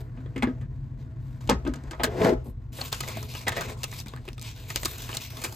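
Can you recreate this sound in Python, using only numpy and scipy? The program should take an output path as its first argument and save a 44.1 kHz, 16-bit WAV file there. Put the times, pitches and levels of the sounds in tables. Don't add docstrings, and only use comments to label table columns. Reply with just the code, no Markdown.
import sys
import numpy as np
from scipy import signal
from scipy.fft import rfft, irfft, next_fast_len
from scipy.io import wavfile
from scipy.ndimage import uniform_filter1d

SR = 44100
rng = np.random.default_rng(int(sys.argv[2]) if len(sys.argv) > 2 else 0)


def dump(signal):
    limited = np.clip(np.atleast_2d(signal).T, -1, 1)
    pcm = np.round(limited * 32767).astype(np.int16)
    wavfile.write(sys.argv[1], SR, pcm)


N = 244755
SPAN = next_fast_len(N + SR // 4)

# t/s, rumble level/dB, murmur level/dB, drone f/Hz
HUM_CURVES = [(0.0, -45.5, -40, 122.3), (0.74, -42, -38.5, 133.2), (1.37, -45.5, -39, 130.5),
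              (1.55, -49, -37, 117.3), (1.64, -39, -43, 135.1), (1.98, -39.5, -47.5, 134.1),
              (2.18, -39, -38.5, 109), (2.47, -42.5, -42, 127.6), (2.84, -43.5, -42.5, 129),
              (3.14, -50, -40.5, 114.2), (3.82, -47, -40.5, 123.3), (5.55, -47, -45, 112.3)]
# f/Hz, level/dB
RUMBLE_SPECTRUM = [(18, -27), (30, -17), (42, -2), (58, -2.5), (75, -7.5), (95, -30.5)]
MURMUR_SPECTRUM = [(55, -15.5), (75, 0.5), (105, 5), (140, 2), (160, -10), (200, -15), (230, -10.5),
                   (270, -14), (320, -16.5), (420, -39), (800, -76)]
# t/s, length/s, groan level/dB, hiss level/dB,
# level of the highest hiss during each stroke/dB, change over the stroke/dB
HAND_STROKES = [(0, 0.026, -39.5, -51.5, -52.5, -19.5), (0.983, 0.023, -60, -69, -79, 1.5),
                (1.2, 0.25, -80, -74, -76, 2), (1.403, 0.075, -63, -62, -68, 1),
                (2.439, 0.019, -57, -65.5, -58.5, 0.5), (2.718, 0.05, -60, -53.5, -51.5, 5.5),
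                (2.794, 0.06, -54.5, -48, -48.5, 3.5), (2.915, 0.067, -47, -42.5, -46, -7.5),
                (3.016, 0.22, -48.5, -46, -51, -0.5), (3.28, 0.15, -56, -45.5, -51.5, -4.5),
                (3.463, 0.06, -43, -40.5, -53, -2.5), (3.548, 0.089, -41.5, -45.5, -54, 1.5),
                (3.678, 0.018, -41.5, -46.5, -52, -0.5), (3.769, 0.21, -68, -55.5, -59.5, 8),
                (4.052, 0.15, -54.5, -57.5, -65.5, -7), (4.213, 0.089, -59.5, -65, -71, 3),
                (4.365, 0.04, -61, -65, -72, 1), (4.434, 0.071, -55, -44.5, -54, -5.5),
                (4.546, 0.12, -56.5, -53.5, -59, 0), (4.676, 0.23, -51, -46.5, -45.5, -6.5),
                (4.843, 0.33, -52, -47, -52, 0.5), (5.196, 0.042, -57, -45.5, -50.5, 3),
                (5.296, .3, -50.5, -48.5, -49.5, -2.5)]
# t/s, level/dB
STIRRING = [(0.0, -56.5), (0.43, -49.5), (0.71, -56.5), (1.31, -55.5), (2.22, -41.5), (2.49, -60),
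            (2.78, -56), (2.97, -61), (3.62, -45), (4.33, -61), (4.98, -58), (5.55, -62)]
# t/s, level/dB
DOOR_DRAG = [(2.09, -36), (2.15, -31.5), (2.2, -20), (2.25, -14.5), (2.29, -18), (2.31, -28), (2.33, -29),
             (2.342, -42), (2.37, -62), (2.43, -55)]
# f/Hz, level/dB
GROAN_NOTES = [(200, -7), (250, -3), (365, 2), (425, 4), (492, 1), (635, 3), (840, -7), (1015, -14),
               (1175, -14), (1295, -16), (2050, -16)]
# f/Hz, level/dB
RUSTLE_SPECTRUM = [(450, -15), (700, -5.5), (1000, 7.5), (1400, 2.5), (1900, 0), (2400, -14), (3300, -34.5)]
HISS_SPECTRUM = [(2000, -6.5), (2500, -1), (3100, -4.5), (3800, -1.5), (5500, -6.5), (6900, -7),
                 (9000, -14.5)]
TOP_HISS_SPECTRUM = [(6000, -31), (7200, -6.5), (10000, 5.5), (13000, 1), (15000, 6.5), (15800, -16),
                     (17000, -28)]
SWELL_BANDS = (700, 1100, 1600, 2200, 2900, 3700, 4600, 5600, 6800, 8500, 11500, 14000)
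# t/s, ring level/dB, thud level/dB, crack level/dB, contact time/ms,
# the struck part's ring f/Hz, its thud f/Hz
METAL_BLOWS = [(0.171, -52.5, -38.5, -89, 26, 666, 242), (0.259, -50.5, -39.5, -72, 6.8, 1660, 257),
               (0.36, -36, -27.5, -53, 8.9, 2080, 256), (0.377, -40, -47, -48, 16, 2260, 230),
               (0.423, -23.5, -43, -42, 6.1, 2160, 298), (0.429, -24.5, -18.5, -41, 10.8, 1400, 245),
               (0.47, -36.5, -23, -78, 16.4, 1620, 273), (0.61, -52.5, -42, -62, 22, 1680, 205),
               (1.405, -50, -71, -54.5, 19, 1090, 263), (1.474, -44, -45, -44, 7.1, 2870, 340),
               (1.492, -18, -21, -51, 4.4, 884, 545), (1.495, -19.5, -15, -21.5, 7.1, 1280, 522),
               (1.506, -21.5, -19.5, -37, 5.1, 970, 282), (1.512, -32, -24, -42.5, 4.6, 1880, 242),
               (1.519, -39, -23.5, -61, 4, 646, 177), (1.647, -41.5, -30.5, -54, 35, 634, 290),
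               (1.664, -33.5, -26, -66, 12, 1450, 302), (1.674, -52, -22, -43.5, 6, 1440, 303),
               (1.737, -35.5, -49, -42.5, 6, 1420, 226), (1.757, -51, -39, -48, 7.3, 1520, 255),
               (1.836, -55, -38.5, -55, 6.5, 1960, 304), (1.909, -39, -42, -40, 9.1, 1590, 330),
               (1.931, -38, -41.5, -65, 8.4, 880, 620), (1.995, -29.5, -27.5, -62, 24, 850, 683),
               (2.033, -19.5, -23, -21.5, 17.4, 1590, 657), (2.071, -41, -27, -62, 16, 650, 402),
               (2.216, -26, -45, -63, 5, 870, 430), (2.246, -25, -18, -33, 5, 1940, 206),
               (2.324, -53, -15.5, -67, 6.1, 600, 365), (2.454, -69, -33, -63, 37, 656, 215),
               (2.786, -37, -39, -58, 8.2, 1460, 540), (2.809, -40, -37, -36, 8.6, 3040, 677),
               (2.814, -24, -54, -33, 1.6, 4270, 392), (2.927, -25.5, -70, -23, 2.8, 3520, 690),
               (3.004, -37, -43, -30, 6.4, 2460, 360), (3.007, -31, -41, -28, 3, 3080, 357),
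               (3.036, -31.5, -57, -47, 1.5, 2020, 650), (3.074, -36, -47, -38, 19, 2220, 670),
               (3.085, -40, -56, -34, 6.1, 2260, 650), (3.149, -54, -40, -55, 47, 3340, 210),
               (3.17, -41, -34, -38.5, 4.7, 677, 680), (3.228, -38.5, -65, -35.5, 4, 970, 650),
               (3.336, -43, -60, -43, 13, 2630, 300), (3.349, -33.5, -56, -40, 8.7, 2850, 190),
               (3.407, -46, -57, -42, 29, 2373, 278), (3.468, -24, -62, -55, 9.2, 1890, 710),
               (3.48, -23, -64, -25.5, 11, 1770, 550), (3.49, -34, -58, -29, 4.4, 2270, 520),
               (3.519, -31.5, -60, -41, 10.7, 1850, 694), (3.564, -28.5, -30.5, -36.5, 28, 1950, 686),
               (3.607, -30.5, -69, -31, 19, 1480, 700), (3.832, -33.5, -66, -28, 7.9, 2710, 691),
               (3.84, -32.5, -50, -25, 6.1, 2630, 690), (3.916, -46, -66, -38, 2, 3900, 260.2),
               (3.926, -38.5, -56, -49, 5.2, 1967, 260), (3.989, -40.5, -71, -45, 5.3, 5014, 268),
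               (4.001, -46, -64, -33, 2.6, 3590, 268), (4.06, -45, -40, -46, 3.6, 1460, 200),
               (4.068, -44, -61, -50, 5.4, 2370, 221.3), (4.083, -55, -60, -38, 2.3, 2570, 220),
               (4.136, -36, -44, -57, 3.2, 1180, 540), (4.162, -44, -55, -46.5, 2.6, 1497, 260),
               (4.173, -43, -54, -60, 5.1, 1810, 260), (4.252, -52, -52, -53, 4, 900, 263),
               (4.278, -38, -39, -51, 5.9, 2550, 380), (4.288, -34.5, -46, -41, 0.39, 2930, 322),
               (4.331, -53, -68, -43.5, 2.06, 2900, 190), (4.38, -41, -57, -45, 2.2, 3530, 196),
               (4.395, -57, -72, -41, 3.4, 2420, 229.7), (4.414, -52, -48, -37, 1.75, 2370, 240),
               (4.42, -50, -58, -40, 4.5, 2400, 235.5), (4.426, -48, -56, -35, 2, 2400, 240),
               (4.7019, -32, -51, -32.5, 4, 1980, 420), (4.759, -23.5, -34, -18.5, 1.9, 3000, 540),
               (4.771, -47, -61, -40, 3.6, 2200, 500), (4.832, -31, -45, -31.5, 2.2, 2250, 610),
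               (4.849, -50, -34.5, -25, 2.85, 3330, 306), (4.854, -31, -51, -20.5, 3.8, 3830, 324),
               (4.858, -27, -39, -29, 3.5, 1100, 320), (4.982, -50, -57, -37, 5, 2687, 660),
               (5.018, -46, -50, -37, 16, 2540, 300), (5.092, -32.5, -48, -47, 3.2, 1110, 374),
               (5.097, -38.5, -44, -52, 9.5, 1010, 374), (5.129, -33, -42, -44, 2.6, 3080, 408),
               (5.138, -42, -53, -39, 9.8, 2940, 340), (5.147, -38, -61, -32.5, 9, 2900, 338.4),
               (5.169, -31, -47, -25.5, 2.6, 4080, 330), (5.368, -44, -48, -40, 13, 3540, 265),
               (5.414, -42, -66, -38, 22, 2456, 287), (5.437, -34.5, -40.5, -29, 19.6, 1530, 330),
               (5.444, -29.5, -56, -34, 11, 2460, 403), (5.46, -48, -58, -41, 8.8, 2430, 405),
               (5.524, -44, -45, -39, 6, 858, 186)]
# f/Hz, level/dB, time to fade by 60 dB before extra damping/s
PANEL_NOTES = [(167, -1, 1), (257, -5, 0.67), (362, -1.5, 0.11), (475, -13, 0.27), (576, -9, 0.18),
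               (866, 6.5, 0.056), (1032, 0, 0.08), (1260, 3.5, 0.23), (1450, -7.5, 0.072),
               (1460, -28, 0.086), (1970, -18, 0.13), (2450, -35, 0.024), (2580, -46.5, 0.2),
               (2970, -19, 0.056), (3354, -4.5, 0.087), (3600, -28, 0.088), (4150, -39, 0.12),
               (4780, -13.5, 0.1)]
# f/Hz, phase/rad
LEFT_LEAD = [(0, 0), (500, .3), (900, .5), (1300, 2.3), (1650, .1), (2800, .7), (4600, .3), (5700, -1.2),
             (6500, -.2), (7300, -.5), (9850, -3.14), (12900, -6.3), (16200, -9.4), (22050, -9.4)]
# f/Hz, level/dB
LEFT_LOUDER = [(60, 1.5), (110, -0.2), (200, 1.5), (380, 3.5), (700, 3), (1290, -1.5), (2380, 2.5),
               (4400, 3.5), (8120, 0), (15000, 0)]
# f/Hz, likeness (1 = the same)
PORT_LIKENESS = [(40, 0.97), (200, 0.97), (400, 0.93), (1000, 0.7), (1700, 0.5), (2400, 0.9), (5500, 0.7),
                 (8000, 0.95), (10000, 1), (16000, .97)]

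STIR_LAYERS_DB, DRAG_LAYERS_DB = (-6, -9.5, -20.5, -28), (-3, -15, -58, -56)
RATTLE_DB = (-26.5, -11.5, -11, -38.5)
RATTLE_T60_S = (0.48, 0.12, 0.11, 0.074)

LATE_S = 2
EARLY_DAMPING, LATE_DAMPING = 2.2, 5


def undb(db):
    return 10 ** (np.asarray(db) / 20)


def along(table, hz):
    f, value = np.transpose(table)
    return np.interp(np.log(hz + 1), np.log(f + 1), value)


def curves(table):
    times, *columns = np.transpose(table)
    after = -120 if times[-1] < N / SR - .1 else None
    return [np.interp(np.arange(N) / SR, times, c, left=-120, right=after) for c in columns]


def colour(x, table):
    hz = np.fft.rfftfreq(SPAN, 1 / SR)
    inside = (hz > table[0][0]) & (hz < table[-1][0])
    shaped = irfft(rfft(x, SPAN) * undb(along(table, hz)) * inside, SPAN)[:N]
    return shaped / np.sqrt(np.mean(shaped ** 2))


def band(x, lo_hz, hi_hz):
    return signal.sosfilt(signal.butter(3, [lo_hz, hi_hz], "bandpass", fs=SR, output="sos"), x)


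def wander(per_s):
    hold = int(SR / per_s)
    steps = np.repeat(rng.standard_normal(N // hold + 1), hold)
    return uniform_filter1d(uniform_filter1d(steps, hold), hold)[:N]


def peaked(x, db):
    return x * undb(db) / np.sqrt(uniform_filter1d(x ** 2, SR // 300).max(axis=1, keepdims=True))


def after_blows(db, t60_s):
    kicks = np.zeros(N)
    np.add.at(kicks, (np.transpose(METAL_BLOWS)[0] * SR).astype(int), undb(2 * db))
    return signal.lfilter([1], [1, -np.exp(-2 * np.log(1000) / (t60_s * SR))], kicks)


def hum():
    rumble_db, murmur_db, drone_hz = curves(HUM_CURVES)
    phase = 2 * np.pi * np.cumsum(drone_hz * (1 + 0.0393 * wander(22))) / SR
    drone = np.sin(phase) + undb(-20.5) * np.sin(2 * phase)
    drone *= np.sqrt(2) * undb(murmur_db - 1.5 + 1.8 * wander(23))
    rumble = colour(rng.standard_normal(N), RUMBLE_SPECTRUM)
    murmur = colour(rng.standard_normal(N), MURMUR_SPECTRUM)
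    thud_db = np.transpose(METAL_BLOWS)[2]
    jolt = uniform_filter1d(after_blows(thud_db - 16, t60_s=0.94), SR // 30)
    return np.sqrt(undb(2 * rumble_db) + np.abs(jolt)) * rumble + undb(murmur_db + 0.5) * murmur + drone


def strokes(attack_s=0.0026, release_s=0.064):
    start, length, groan_db, hiss_db, top_db, change_db = np.transpose(HAND_STROKES)[:, :, None]
    t = np.arange(N) / SR - start
    gate = np.clip(t / attack_s, 0, 1) * np.clip(1 - (t - length) / release_s, 0, 1)
    power = (gate * undb(change_db * np.clip(t / length, 0, 1))) ** 2
    rustle_db = (groan_db + hiss_db) / 2 - 3.5
    return [undb(2 * db[:, 0]) @ power for db in (groan_db, rustle_db, hiss_db, top_db)]


def rubbing_levels():
    start, ring_db, thud_db, crack_db = np.transpose(METAL_BLOWS)[:4]
    late_db = np.where(start < LATE_S, 0, -4)
    (drag_db,), (stir_db,), hands = curves(DOOR_DRAG), curves(STIRRING), strokes()
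    levels = []
    for k, blow_db in enumerate((thud_db, ring_db, crack_db, crack_db)):
        stir = undb(2 * (stir_db + STIR_LAYERS_DB[k]))
        rattle = after_blows(blow_db + late_db + RATTLE_DB[k], RATTLE_T60_S[k])
        drag = undb(2 * (drag_db + DRAG_LAYERS_DB[k]))
        power = uniform_filter1d(hands[k] + stir + rattle + drag, SR // 100, origin=SR // 201)
        levels.append(10 * np.log10(np.abs(power) + 1e-14))
    return levels


def slips(spread_db, per_s, fade_s=.003, bed_power=1.6):
    sizes = (rng.random(N) < per_s / SR) * undb(spread_db * np.minimum(rng.exponential(size=N), 4))
    bursts = signal.lfilter([1], [1, -np.exp(-1 / (fade_s * SR))], sizes ** 2)
    return rng.standard_normal(N) * np.sqrt(bed_power + bursts)


def shifting_cloth(x):
    hz, spectrum = np.fft.rfftfreq(SPAN, 1 / SR), rfft(x, SPAN)
    depth_db = np.where(np.arange(N) / SR < LATE_S, 1.3, 3.4)
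    shares = (np.interp(hz, SWELL_BANDS, row) for row in np.eye(len(SWELL_BANDS)))
    return sum(undb(depth_db * wander(16)) * irfft(spectrum * share, SPAN)[:N] for share in shares)


def groan(shake, width_hz=13):
    notes = sum(undb(db) * signal.lfilter(*signal.iirpeak(hz, hz / width_hz, SR), shake)
                for hz, db in GROAN_NOTES)
    return notes + undb(-11) * band(shake, 120.0, 790.0)


def rubbing():
    groan_db, *layer_dbs = rubbing_levels()
    scrape = slips(spread_db=2.6, per_s=500) * undb(2.0 * wander(45))
    shake = slips(spread_db=0.54, per_s=300)
    scrape = shifting_cloth(scrape)
    out = groan(shake * undb(groan_db)) / np.std(groan(shake))
    for db, spectrum in zip(layer_dbs, (RUSTLE_SPECTRUM, HISS_SPECTRUM, TOP_HISS_SPECTRUM)):
        out += undb(db + 0.4 * wander(26.72)) * colour(scrape, spectrum)
    return out


def panel_ring(t, early, spot_db=4.5):
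    hz, db, t60 = np.transpose(PANEL_NOTES)[:, :, None]
    mix = undb(db.T + spot_db * rng.standard_normal((len(early), hz.size)))
    fade = np.log(1000) * (1 + hz / 5000) * t / t60
    waves = np.sin(2 * np.pi * hz * t)
    long, short = (np.exp(-damping * fade) * waves for damping in (EARLY_DAMPING, LATE_DAMPING))
    low, high = mix * (hz.T < 700), mix * (hz.T >= 700)
    return [np.where(early, part @ long, part @ short) for part in (low, high)]


def blows():
    t = np.arange(4096) / SR
    start, ring_db, thud_db, crack_db, ms, ring_hz, thud_hz = np.transpose(METAL_BLOWS)[:, :, None]
    count, early = len(start), start < LATE_S
    rise = np.minimum(t / (0.000081 + ms / 9000), 1)
    fall = np.exp(-(t / np.maximum(ms / 1000, .0005)) ** 0.92)
    rough_db = 2.5 * np.repeat(rng.standard_normal((count, len(t) // 32)), 32, axis=1)
    contact = rise * fall * undb(rough_db)
    push, grind = rng.standard_normal((2, count, len(t))) * contact
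    low_notes, high_notes = panel_ring(t, early)

    def struck(response, db):
        return peaked(signal.fftconvolve(push, response, axes=1)[:, :len(t)], db)

    def ping(hz, cycles):
        return np.exp(-hz * t / cycles) * np.sin(2 * np.pi * hz * t)

    pin_db = 10 * (ring_hz > 4000)
    part = struck(ping(ring_hz, cycles=np.maximum(2.8, .0015 * ring_hz)), 1.5 + pin_db)
    ring = struck(high_notes, -2) + part + peaked(band(grind, 397.0, 2820.0), -0.91)
    thud = band(struck(low_notes, -6.5) + struck(ping(thud_hz, cycles=2.6), -2.1), 194.0, 1800.0)
    dull = band(grind, 3200.0, 8800.0) + 0.21 * band(grind, 11000.0, 15440.0)
    bright = band(grind, 3300.0, 13000.0) + 0.55 * band(grind, 10900.0, 20000.0)
    snap = np.where(early, dull * contact ** .45, bright * contact ** .8)
    crack_hz = np.clip(5600 * np.exp(0.24 * rng.standard_normal((count, 1))), 3400, 9000)
    crack = peaked(snap, -0.17) + struck(ping(crack_hz, cycles=1.0), -19.5)
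    sounds = peaked(ring, ring_db) + peaked(thud, thud_db) + peaked(crack, crack_db)
    sounds *= np.cos(np.pi / 2 * t / t[-1])
    out = np.zeros(N + SR)
    for i, sound in zip((start[:, 0] * SR).astype(int), sounds):
        out[i:i + len(t)] += sound
    return out[:N]


def cab_echo(x, t60_s=0.16):
    t = np.arange(SR // 4) / SR
    tail = rng.standard_normal(len(t)) * np.exp(-np.log(1000) * t / t60_s) * np.minimum(t / 0.006, 1)
    tail = band(tail, 180.0, 3200.0)
    sent = x * undb(np.where(np.arange(N) / SR < LATE_S, -17, -25))
    return x + signal.fftconvolve(sent, tail / np.sqrt(np.sum(tail ** 2)))[:N]


def ports(x, scatter_s):
    hz = np.fft.rfftfreq(SPAN, 1 / SR)
    t = np.arange(SR // 8) / SR
    scatter = rng.standard_normal(len(t)) * np.exp(-t / scatter_s)
    reflections = rfft(scatter / np.sqrt(np.sum(scatter ** 2)), SPAN)
    alike = np.clip(along(PORT_LIKENESS, hz), 0, 1)
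    same, apart = np.sqrt((1 + alike) / 2), np.sqrt((1 - alike) / 2) * reflections
    lead = np.exp(.5j * np.interp(hz, *np.transpose(LEFT_LEAD)))
    tilt = lead * undb(along(LEFT_LOUDER, hz) / 2)
    left, right = (same + apart) * tilt, (same - apart) / tilt
    return irfft(rfft(x, SPAN) * np.array([left, right]), SPAN)[:, :N]


def scene():
    return (ports(hum(), scatter_s=0.025) + ports(rubbing(), scatter_s=0.035)
            + ports(cab_echo(blows()), scatter_s=0.0075))


def record(dry):
    return signal.sosfilt(signal.ellip(10, .2, 80, 16600, fs=SR, output="sos"), dry)


dry = scene()
out = record(dry)
dump(out)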